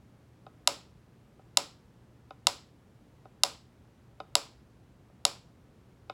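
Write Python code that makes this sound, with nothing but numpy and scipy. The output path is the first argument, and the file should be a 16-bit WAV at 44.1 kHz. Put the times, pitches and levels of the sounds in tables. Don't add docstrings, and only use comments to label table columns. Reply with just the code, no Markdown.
import sys
import numpy as np
from scipy import signal
from scipy.fft import rfft, irfft, next_fast_len
from scipy.io import wavfile
from scipy.ndimage import map_coordinates

SR = 44100
rng = np.random.default_rng(int(sys.argv[2]) if len(sys.argv) > 2 else 0)


def pcm_store(signal):
    levels = np.round(np.clip(np.atleast_2d(signal), -1, 1) * 32767)
    wavfile.write(sys.argv[1], SR, levels.astype(np.int16).T)


N = 270333

# (time [s], level [dB])
TOOTH_DROPS = [(0.6744, -4.5), (1.5718, -5), (2.4693, -4.5), (3.435, -4.5), (4.3534, -5), (5.2515, -5.5)]


def ticks(rattle_db=-8, contact_hz=10800, tock_db_per_octave=1.0):
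    # (frequency [Hz], level [dB], decay time T60 [s])
    case_modes = [(667, -11.5, 0.023), (777, -7, 0.0087), (979, -16.5, 0.039), (1240, -15, 0.019),
                  (1474, -16.5, 0.013), (2100, -20, 0.015), (2773, -12.5, 0.014), (3250, -16.5, 0.0123),
                  (3540, -11.5, 0.014), (3925, -2.5, 0.0078), (4290, -13, 0.015), (4327, -7, 0.0084),
                  (4935.5, -1, 0.0043), (5330, -7, 0.0123), (6080, -18, 0.016), (6800, -12.5, 0.0134),
                  (7540, -10, 0.0091), (7800, -10, 0.011), (8080, -10.5, 0.003), (9000, -46.5, 0.0089),
                  (9914, -12.5, 0.0053), (11050, -10, 0.0081), (11190, -13.5, 0.0049), (11715, -22, 0.0097),
                  (13215, -22, 0.0032), (15467, -24, 0.0035)]
    out = np.zeros(N)
    for beat, (s, db) in enumerate(TOOTH_DROPS):
        tilt = tock_db_per_octave if beat % 2 else 0
        blow = ring(case_modes, scatter_db=0.82) + table_top()
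        blow += amp(rattle_db) * contact_noise(t60=0.028, centre_hz=4500)
        add(out, s, amp(db) * filtered(blow, lambda hz: amp(tilt * np.log2((hz + 300) / 4000))))
    out = filtered(out, lambda hz: 1 / (1 + 1j * hz / contact_hz - (hz / contact_hz) ** 2))
    return radiated(out, corner_hz=250)


def table_top(rise_s=0.0049):
    # (frequency [Hz], level [dB], decay time T60 [s])
    top_modes = [(179, -41.5, 0.12), (302, -35, 0.091), (442, -38.5, 0.2), (566.7, -26, 0.13),
                 (752, -26, 0.085)]
    ringing = ring(top_modes, scatter_db=2.5)
    t = np.arange(len(ringing)) / SR
    return ringing * (1 - np.exp(-t / rise_s))


def knocks(scrape_db=11, firm_db=-30.5, firm_hz=2500, octaves_per_db=0.06):
    # (time [s], level [dB])
    pickups = [(.4660, -39), (1.3939, -41.5), (2.3073, -35.5), (3.2549, -37), (4.2020, -30.5),
               (5.0985, -45.5), (6.0975, -28.5)]
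    # (frequency [Hz], level [dB], decay time T60 [s])
    frame_modes = [(306, -15, 0.059), (443, -15, 0.083), (580, -6, 0.049), (769.7, -2, 0.055),
                   (1030, -10, 0.048), (1266, -4, 0.039), (1450, -6.5, 0.028), (2160, -15.5, 0.029),
                   (2560, -8, 0.026), (2970, -13, 0.033), (3720, -1, 0.0204), (4972, -0.5, 0.0074)]
    out = np.zeros(N)
    for beat, (s, db) in enumerate(pickups):
        octaves = octaves_per_db * (db - firm_db) - 1.3 * (beat % 2)
        contact_hz = firm_hz * 2 ** octaves
        blow = ring(frame_modes, scatter_db=0.5)
        blow += amp(scrape_db) * contact_noise(t60=0.031, centre_hz=2500)
        add(out, s, amp(db) * filtered(blow, lambda hz: 1 / (1 + 1j * hz / contact_hz) ** 2))
    return radiated(out, corner_hz=150.5)


def ring(modes, scatter_db):
    t = np.arange(SR // 4) / SR
    out = np.zeros(len(t))
    for k, (hz, db, t60) in enumerate(modes):
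        envelope = amp(db + scatter_db * rng.standard_normal() - 60 * t / t60)
        out += (-1) ** k * envelope * np.sin(2 * np.pi * hz * t)
    return out


def contact_noise(t60, centre_hz):
    t = np.arange(SR // 4) / SR
    burst = rng.standard_normal(len(t)) * amp(-60 * t / t60)
    burst = filtered(burst, lambda hz: 1j * hz / centre_hz / (1 + 1j * hz / centre_hz) ** 2)
    return burst / np.linalg.norm(burst)


def radiated(x, corner_hz):
    return filtered(x, lambda hz: (1j * hz / (corner_hz + 1j * hz)) ** 2)


def diffuse_ticks():
    # (frequency [Hz], level [dB])
    spectrum = [(100, -14.5), (280, 4), (480, 3), (850, 6), (1350, 4), (1750, -5.5), (2200, 0), (3800, 3.5),
                (5400, 4.5), (6100, -4), (7700, 1), (8700, -11), (10800, -7.5), (12600, -20)]
    impulses = np.zeros(N)
    for s, db in TOOTH_DROPS:
        add(impulses, s, [amp(db)])
    return filtered(impulses, lambda hz: amp(along(spectrum, hz)))


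def walls(x):
    # (delay [s], level [dB])
    reflections = [(0.0125, -25), (0.0162, -28.5), (0.0194, -31), (0.0278, -30.5)]
    out = np.zeros(N)
    for delay, db in reflections:
        add(out, delay, amp(db) * x)
    return out


def reverberation(x):
    place = np.linspace(0, 3, N)
    shares = [np.sqrt(np.maximum(1 - abs(place - k), 0)) for k in range(4)]
    return sum(signal.fftconvolve(x * share, room_tail())[:N] for share in shares)


def room_tail(gap_s=0.01, build_s=0.0011):
    # (frequency [Hz], decay time T60 [s])
    decay = [(200, 0.36), (1000, 0.32), (4000, .34), (7500, .31), (11000, .27), (16000, 0.29)]
    hz, t, noise = signal.stft(rng.standard_normal(SR // 2), SR, nperseg=256)
    tail = signal.istft(noise * amp(-60 * t / along(decay, hz)[:, None]), SR, nperseg=256)[1]
    since_gap = np.maximum(np.arange(len(tail)) / SR - gap_s, 0)
    tail *= 1 - np.exp(-since_gap / build_s)
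    return tail / np.linalg.norm(tail)


def background(air_db=-59.5, swell_db=-67, hum_db=-66.5, hum_hz=118.6):
    # (frequency [Hz], relative level [dB])
    spectrum = [(22, -34), (38, -11.5), (58, -5), (85, -3), (105, -5.5), (140, -4), (235, -8.5),
                (380, -13.5), (690, -20.5), (1250, -25.5), (2200, -31), (4000, -36.5), (8000, -42),
                (15800, -49)]
    t = np.arange(N) / SR
    air_gain = amp(air_db + 0.2 * wobble(2.9))
    air = unit(filtered(rng.standard_normal(N), lambda hz: amp(along(spectrum, hz))))
    hum = np.sqrt(2) * np.sin(2 * np.pi * hum_hz * t + 0.5 * wobble(7.4))
    bass = filtered(rng.standard_normal(N), lambda hz: amp(along(spectrum, hz)) / (1 + (hz / 130.4) ** 2))
    swell = np.exp(-((t - 4.8) / 0.6) ** 2 / 2)
    return air_gain * air + amp(swell_db) * swell * unit(bass) + amp(hum_db + wobble(4.2)) * hum


def amp(db):
    return 10 ** (np.asarray(db) / 20)


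def unit(x):
    return x / np.sqrt(np.mean(x ** 2) + 1e-20)


def along(points, hz):
    f, v = np.transpose(points)
    return np.interp(np.log(hz + 1), np.log(f + 1), v)


def filtered(x, response):
    size = next_fast_len(len(x) + 8192)
    return irfft(rfft(x, size) * response(np.fft.rfftfreq(size, 1 / SR)), size)[:len(x)]


def wobble(rate):
    knots = rng.standard_normal(int(N * rate / SR) + 4)
    return map_coordinates(knots, [np.arange(N) * rate / SR])


def add(track, s, sound):
    part = track[round(s * SR):][:len(sound)]
    part += sound[:len(part)]


def scene(knock_room_db=-17):
    tick, knock = ticks(), knocks()
    echo = walls(tick + knock) + reverberation(diffuse_ticks() + amp(knock_room_db) * knock)
    return (tick + knock + echo + background())[None]


def record(dry, top_hz=16500):
    return filtered(dry[0], lambda hz: 1 / np.sqrt(1 + (hz / top_hz) ** 120))[None]


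dry = scene()
out = record(dry)
pcm_store(out)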